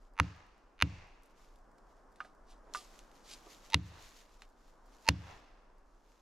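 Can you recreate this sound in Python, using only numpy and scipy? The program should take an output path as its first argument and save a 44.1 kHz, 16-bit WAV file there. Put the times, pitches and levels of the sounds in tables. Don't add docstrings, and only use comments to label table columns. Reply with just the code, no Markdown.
import sys
import numpy as np
from scipy import signal
from scipy.fft import rfft, irfft
from scipy.io import wavfile
from scipy.ndimage import uniform_filter1d, minimum_filter1d

SR = 44100
rng = np.random.default_rng(int(sys.argv[2]) if len(sys.argv) > 2 else 0)


def inscribe(sig):
    pcm = np.round(np.clip(np.atleast_2d(sig).T, -1, 1) * 32767)
    wavfile.write(sys.argv[1], SR, pcm.astype(np.int16))


N = 273861

# (frequency [Hz], relative density [dB per Hz])
BREEZE_SPECTRUM = [(20, -14.5), (50, -19.5), (75, -25), (110, -23), (280, -14), (420, -15.5), (1090, -16),
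                   (1600, -23), (2390, -38.5), (3950, -46.5), (5230, -39.5), (7110, -44), (11800, -53.5),
                   (16000, -65.5)]
# (time [s], relative level [dB])
BREEZE_GUSTS = [(0, -2), (1.0, -2.5), (2.0, 0.5), (3.6, 3), (4.5, -3), (5.2, 1), (6.2, -4.5)]
# (frequency [Hz], relative density [dB per Hz])
RUMBLE_SPECTRUM = [(10, -21.0), (22, -2.5), (31, 0.0), (45, -8.0), (62, -23), (100, -45.0), (300, -90.0)]
# (frequency [Hz], relative density [dB per Hz])
ECHO_SPECTRUM = [(100, -10.5), (400, -2), (900, -3.5), (1900, -2.5), (2900, -5), (3500, -8.5), (4500, -8),
                 (6500, -11.5), (8500, -26), (13000, -37.5)]
# (frequency [Hz], relative density [dB per Hz])
CLOTH_SPECTRUM = [(800, -11.5), (2000, 1.5), (4000, 1), (7000, 0.5), (8500, -9.5), (12500, -10),
                  (14000, -17.5), (16000, -26.5)]
# (time of the height [s], level [dB], half-width down to -17 dB [s])
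BODY_MOVES = [(0.034, -77, .06), (1.45, -73.5, 0.17), (1.92, -81, .13), (2.885, -64.5, 0.2),
              (3.523, -64, 0.47), (4.098, -66, 0.37), (4.682, -78, 0.13), (5.127, -68, 0.3),
              (6.104, -80.5, 0.26)]
# (time of the height [s], level [dB], rise constant [s], fall constant [s], centre [Hz])
BRUSHES = [(2.26, -69, 0.05, 0.03, 3450), (2.509, -64, 0.022, 0.031, 3940), (2.69, -59, 0.035, 0.099, 377),
           (2.75, -47, 0.0053, 0.043, 4700), (3.336, -48.5, 0.039, 0.013, 4140),
           (3.471, -53, .0052, 0.0059, 290)]
# (time [s], level [dB], centre [Hz])
CLICKS = [(1.2337, -53, 7450), (1.26, -55, 8500), (1.559, -56, 6510), (1.7833, -56.5, 3000),
          (2.159, -54.5, 3500), (2.7377, -29.5, 3240), (2.9913, -40.5, 2700), (3.1153, -49, 4350),
          (3.702, -40.5, 2450), (4.4204, -39.5, 1350)]
# (frequency [Hz], relative level before the mode weights [dB], t60 [s])
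SPARE_WEDGE_MODES = [(758, -11, 0.21), (1020, -11.5, 0.055), (1224, 4, 0.11), (1400, 2.5, 0.042),
                     (1504, 7.5, 0.033), (1820, -15, .035), (2330, -18, 0.022), (2770, 12, 0.037),
                     (3700, -40, .07), (4850, -24, .06)]
# (time [s], level [dB], pitch [ratio], most excited frequency [Hz], ring length [ratio])
SPARE_WEDGE_KNOCKS = [(2.2039, -27.5, 1.01, 1420, 0.69), (2.2479, -47.5, 1.3, 1590, 0.28),
                      (2.252, -48.5, 1.01, 400, 2.3), (2.7481, -24.5, .98, 1240, 0.99),
                      (3.468, -45.5, .96, 480, 0.53)]
# (frequency [Hz], relative level before the mode weights [dB], t60 [s])
TRUNK_MODES = [(55, -27, 0.26), (78.2, -13, 0.37), (83.6, -7.5, 0.23), (92.7, -3.05, 0.19),
               (103, -13.5, 0.37), (121, -13, 0.26), (154, -25, 0.47), (163.4, 0.0, 0.14),
               (182.7, -13, 0.3), (208, -19.5, 0.15), (257.7, -11.5, 0.13), (276, -4, 0.12),
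               (283.4, -14, 0.26), (321, -17.5, 0.23), (506, -11.5, 0.08)]
# (frequency [Hz], relative level [dB], t60 [s])
PINCHED_WEDGE_MODES = [(620, -21, 0.013), (1003, -2.5, 0.01), (1324, -6.5, 0.011), (1584, -8, 0.0089),
                       (2060, -5, .008), (2536, -4.5, 0.0084), (2816, -10.5, 0.018), (3910, -6.5, 0.0055),
                       (4440, -8, .007), (5283, -10, 0.0068), (6340, -8, 0.0064), (9900, -17, 0.014)]
# (frequency [Hz], relative density [dB per Hz])
SLIP_SPECTRUM = [(200, -8), (500, -4), (1000, 3.5), (3000, 1.5), (5000, -7), (7000, -9), (8500, -19.5),
                 (11000, -23.5), (16000, -31)]
# (time [s], force [dB], crack level [dB], pitch of the wedge's free end [Hz],
# contact cut-off [Hz], trunk level [dB], stutter level [dB], swelling ring level [dB])
BLOWS = [(0.1988, -8.5, -7, 1335, 3600, -21.5, -29.5, -35.5),
         (0.8230, -6.5, -3.5, 2350, 3850, -18.5, -24.5, -50.5),
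         (3.7434, -5, 3.5, 3966, 5860, -12, -26.5, -27), (5.088, -2, 2.66, 4400, 11900, -11, -27.5, -22.5)]
# (frequency [Hz], left minus right [dB])
PORT_BALANCE = [(80, 1.36), (170, -2.26), (700, -2.5), (2000, -3.5), (4500, 0.5), (13000, -2)]

SLIP_DB, DRIVE, DRIVE_DB_PER_DB = -8, 2.8, 0.98
ECHO_DB, ECHO_DB_PER_DB = -46.5, 0.84
GRIT_PER_S, GRIT_DB, GRIT_HZ = 5, -64, 6500
BRUSH_Q, TICK_Q = 0.62, 0.37
STILL_DB, FLUTTER_DB = -96, 2.5
PORT_LAG_S = .000023
TOP_HZ = 15900


def undb(db):
    return 10 ** (np.asarray(db) / 20)


def clock(seconds):
    return np.arange(int(seconds * SR)) / SR


def curve(rows):
    return np.interp(np.arange(N) / SR, *np.transpose(rows))


def along(points, hz):
    f, value = np.transpose(points)
    return np.interp(np.log(hz + 1), np.log(f), value)


def unit(x):
    return x / np.sqrt(np.mean(x ** 2))


def peak(x):
    return x / np.abs(x).max()


def colour(x, points):
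    n = x.shape[-1]
    gain = undb(along(points, np.fft.rfftfreq(n, 1 / SR)))
    return unit(irfft(rfft(x) * gain, n))


def band(x, hz, q):
    w = 2 * np.pi * min(hz, SR / 2 - 2000) / SR
    a = np.sin(w) / (2 * q)
    return signal.lfilter([a, 0, -a], [1 + a, -2 * np.cos(w), 1 - a], x)


def lowpass(x, hz, order=1):
    return signal.sosfilt(signal.butter(order, min(hz, SR / 2 - 2000), fs=SR, output="sos"), x)


def walk(rate):
    k = int(SR / rate)
    steps = np.repeat(rng.standard_normal(N // k + 1), k)
    return unit(uniform_filter1d(uniform_filter1d(steps, k), k)[:N])


def grains(n, spread_db):
    size_db = spread_db * np.minimum(rng.exponential(size=n // 32 + 1), 5)
    sizes = np.repeat(undb(size_db), 32)[:n]
    return unit(rng.standard_normal(n) * sizes)


def spread(mid, side, side_db):
    return mid + undb(side_db) * np.array([side, -side])


def ring(modes, seconds, pitch=1, length=1, weight=-1):
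    t = clock(seconds)
    total = np.zeros(len(t))
    for k, (hz, db, t60) in enumerate(modes):
        fade = undb(db - 60 * t / (t60 * length))
        total += weight ** k * fade * np.sin(2 * np.pi * hz * pitch * t)
    return total


def add(out, s, x):
    i = int(round(s * SR))
    out[..., i:i + x.shape[-1]] += x[..., :N - i]


def breeze():
    mid, side = (colour(rng.standard_normal(N), BREEZE_SPECTRUM) for _ in range(2))
    rush_db = -66 + curve(BREEZE_GUSTS) + 0.58 * walk(6)
    rush = undb(rush_db) * spread(mid, side, side_db=-8.0)
    rumble = colour(rng.standard_normal(N), RUMBLE_SPECTRUM)
    return rush + undb(-63.0 + 2.0 * walk(11)) * rumble


def forest_echo(t60=1.42, treble_t60=1.0, ground_lag_s=.0011, ground_gain=0.073):
    out, t = np.zeros((2, N)), clock(1.1)
    decay, treble_decay = np.log(1000) / t60, np.log(1000) / treble_t60
    for s, force_db, _, end_hz, contact_hz, *_ in BLOWS:
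        slip_db, drive = yielding(force_db)
        scatter = spread(grains(len(t), spread_db=1.5), grains(len(t), spread_db=3.0), side_db=-5.5)
        snap = crack(end_hz, contact_hz, slip_db, drive)
        returns = signal.fftconvolve(scatter[:, ::-1], snap[None])[:, :len(t)]
        wash = colour(scatter, ECHO_SPECTRUM) + undb(-2.0) * unit(lowpass(returns, 4800, order=4))
        wash = unit(wash + ground_gain * np.roll(wash, int(ground_lag_s * SR), axis=1))
        low = lowpass(wash, 1900)
        echo = low * np.exp(-decay * t) + (wash - low) * np.exp(-treble_decay * t)
        late_swell = np.exp(-decay * t - ((t - .22) / 0.061) ** 2)
        echo += undb(slip_db + 12.5) * band(wash, 720, q=0.8) * late_swell
        level = undb(ECHO_DB + ECHO_DB_PER_DB * force_db)
        add(out, s, level * echo * (1 - np.exp(-t / 0.0014)))
    return out


def clothes():
    t = np.arange(N) / SR
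    effort = undb(STILL_DB)
    for s, db, half_width in BODY_MOVES:
        effort = effort + undb(db) * np.exp(-2 * ((t - s) / half_width) ** 2)
    mid, side = (colour(grains(N, spread_db=2.5), CLOTH_SPECTRUM) for _ in range(2))
    return effort * undb(FLUTTER_DB * walk(28)) * spread(mid, side, side_db=-8.0)


def tick(hz):
    t = clock(.04)
    snap = rng.standard_normal(len(t)) * (np.exp(-t / 0.00062) + undb(-17.5) * np.exp(-t / 0.016))
    return peak(band(band(snap, hz, TICK_Q), hz, TICK_Q))


def grit():
    crumbs = (rng.random(N) < GRIT_PER_S / SR) * undb(GRIT_DB)
    return signal.fftconvolve(crumbs, tick(GRIT_HZ))[:N]


def small_sounds():
    out = np.zeros(N)
    for s, db, hz in CLICKS:
        add(out, s, undb(db) * tick(hz))
    crackle = grains(N, spread_db=2.5)
    for s, db, rise, fall, hz in BRUSHES:
        lag = np.arange(N) / SR - s
        swell = np.exp(np.minimum(lag / rise, -lag / fall))
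        out += undb(db) * swell * unit(band(band(crackle, hz, BRUSH_Q), hz, BRUSH_Q))
    return lowpass(out, 12780, order=8)


def spare_wedge():
    out, t = np.zeros(N), clock(.3)
    for s, db, pitch, excited_hz, length in SPARE_WEDGE_KNOCKS:
        tone = peak(ring(SPARE_WEDGE_MODES, .3, pitch, length, weight=0.81))
        clack = peak(band(rng.standard_normal(len(t)), 930, q=0.28) * np.exp(-t / 0.011))
        knock = band(tone + undb(-3) * clack, excited_hz, q=2.27)
        knock = band(knock, excited_hz, q=0.2)
        add(out, s, undb(db) * peak(knock))
    return out


def boom(contact_hz):
    t = clock(.8)
    swing = ring(TRUNK_MODES, .8, weight=0.93) * (1 - np.exp(-t / 0.0063))
    body = peak(lowpass(swing, 0.14 * contact_hz))
    rumble = unit(band(band(rng.standard_normal(len(t)), 215, q=0.8), 215, q=0.8))
    return body + undb(-24) * rumble * np.exp(-t / 0.028) * (1 - np.exp(-t / 0.0033))


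def yielding(force_db):
    return SLIP_DB + force_db, DRIVE * undb(DRIVE_DB_PER_DB * force_db)


def crack(end_hz, contact_hz, slip_db, drive):
    t = clock(.04)
    slip_fade = np.exp(-(t / 0.0026) ** 2) + undb(-27.5) * np.exp(-t / 0.012)
    slip = colour(rng.standard_normal(len(t)), SLIP_SPECTRUM) * slip_fade
    body = peak(ring(PINCHED_WEDGE_MODES, .04)) + undb(slip_db) * slip
    body = body * (1 - np.exp(-t / 0.00023))
    bright = lowpass(undb(-3.5) * body + band(body, end_hz, q=2.7), contact_hz)
    squashed = peak(np.tanh(drive * peak(bright)))
    steel_tick = band(rng.standard_normal(len(t)), 10200, q=3.3) * np.exp(-t / 0.0013)
    shove = undb(slip_db - 6.5) * np.sin(2 * np.pi * 470 * t) * np.exp(-t / 0.0025)
    return peak(squashed + shove + undb(-16.5) * steel_tick)


def frayed_attack(s, snap, stutter_db, swell_db, gap_s=.0106, step_db=11):
    lead = np.zeros(N)
    stutter = peak(band(snap, 2700, q=0.38))
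    for k in range(4):
        add(lead, s - (k + 1) * gap_s, undb(stutter_db - k * step_db) * stutter)
    t = clock(.05)
    fading_ring = np.exp(-t / 0.0075) * np.sin(2 * np.pi * 905 * t)
    add(lead, s - t[-1], undb(swell_db) * fading_ring[::-1])
    return lead


def axe_blows():
    out = np.zeros(N)
    for s, force_db, crack_db, end_hz, contact_hz, trunk_db, stutter_db, swell_db in BLOWS:
        snap = crack(end_hz, contact_hz, *yielding(force_db))
        add(out, s, undb(crack_db) * snap)
        add(out, s + .0035, undb(trunk_db) * boom(contact_hz))
        out += frayed_attack(s, snap, stutter_db, swell_db)
    return out


def ports(x):
    hz = np.fft.rfftfreq(N, 1 / SR)
    half = undb(along(PORT_BALANCE, hz) / 2) * np.exp(-1j * np.pi * hz * PORT_LAG_S)
    return irfft(rfft(x) * np.array([half, 1 / half]), N)


def scene():
    near = ports(grit() + small_sounds() + spare_wedge() + axe_blows())
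    return breeze() + forest_echo() + clothes() + near


def record(dry, ceiling_db=-8, release_db_per_s=50):
    level_db = 20 * np.log10(np.abs(dry).max(axis=0) + 1e-9)
    over_db = np.maximum(level_db - ceiling_db, 0)
    ramp = release_db_per_s * np.arange(N) / SR
    gain_db = ramp - np.maximum.accumulate(over_db + ramp)
    gain_db = uniform_filter1d(minimum_filter1d(gain_db, size=45), size=45)
    top_cut = signal.ellip(8, .2, 70, TOP_HZ, fs=SR, output="sos")
    return signal.sosfilt(top_cut, dry * undb(gain_db))


dry = scene()
out = record(dry)
inscribe(out)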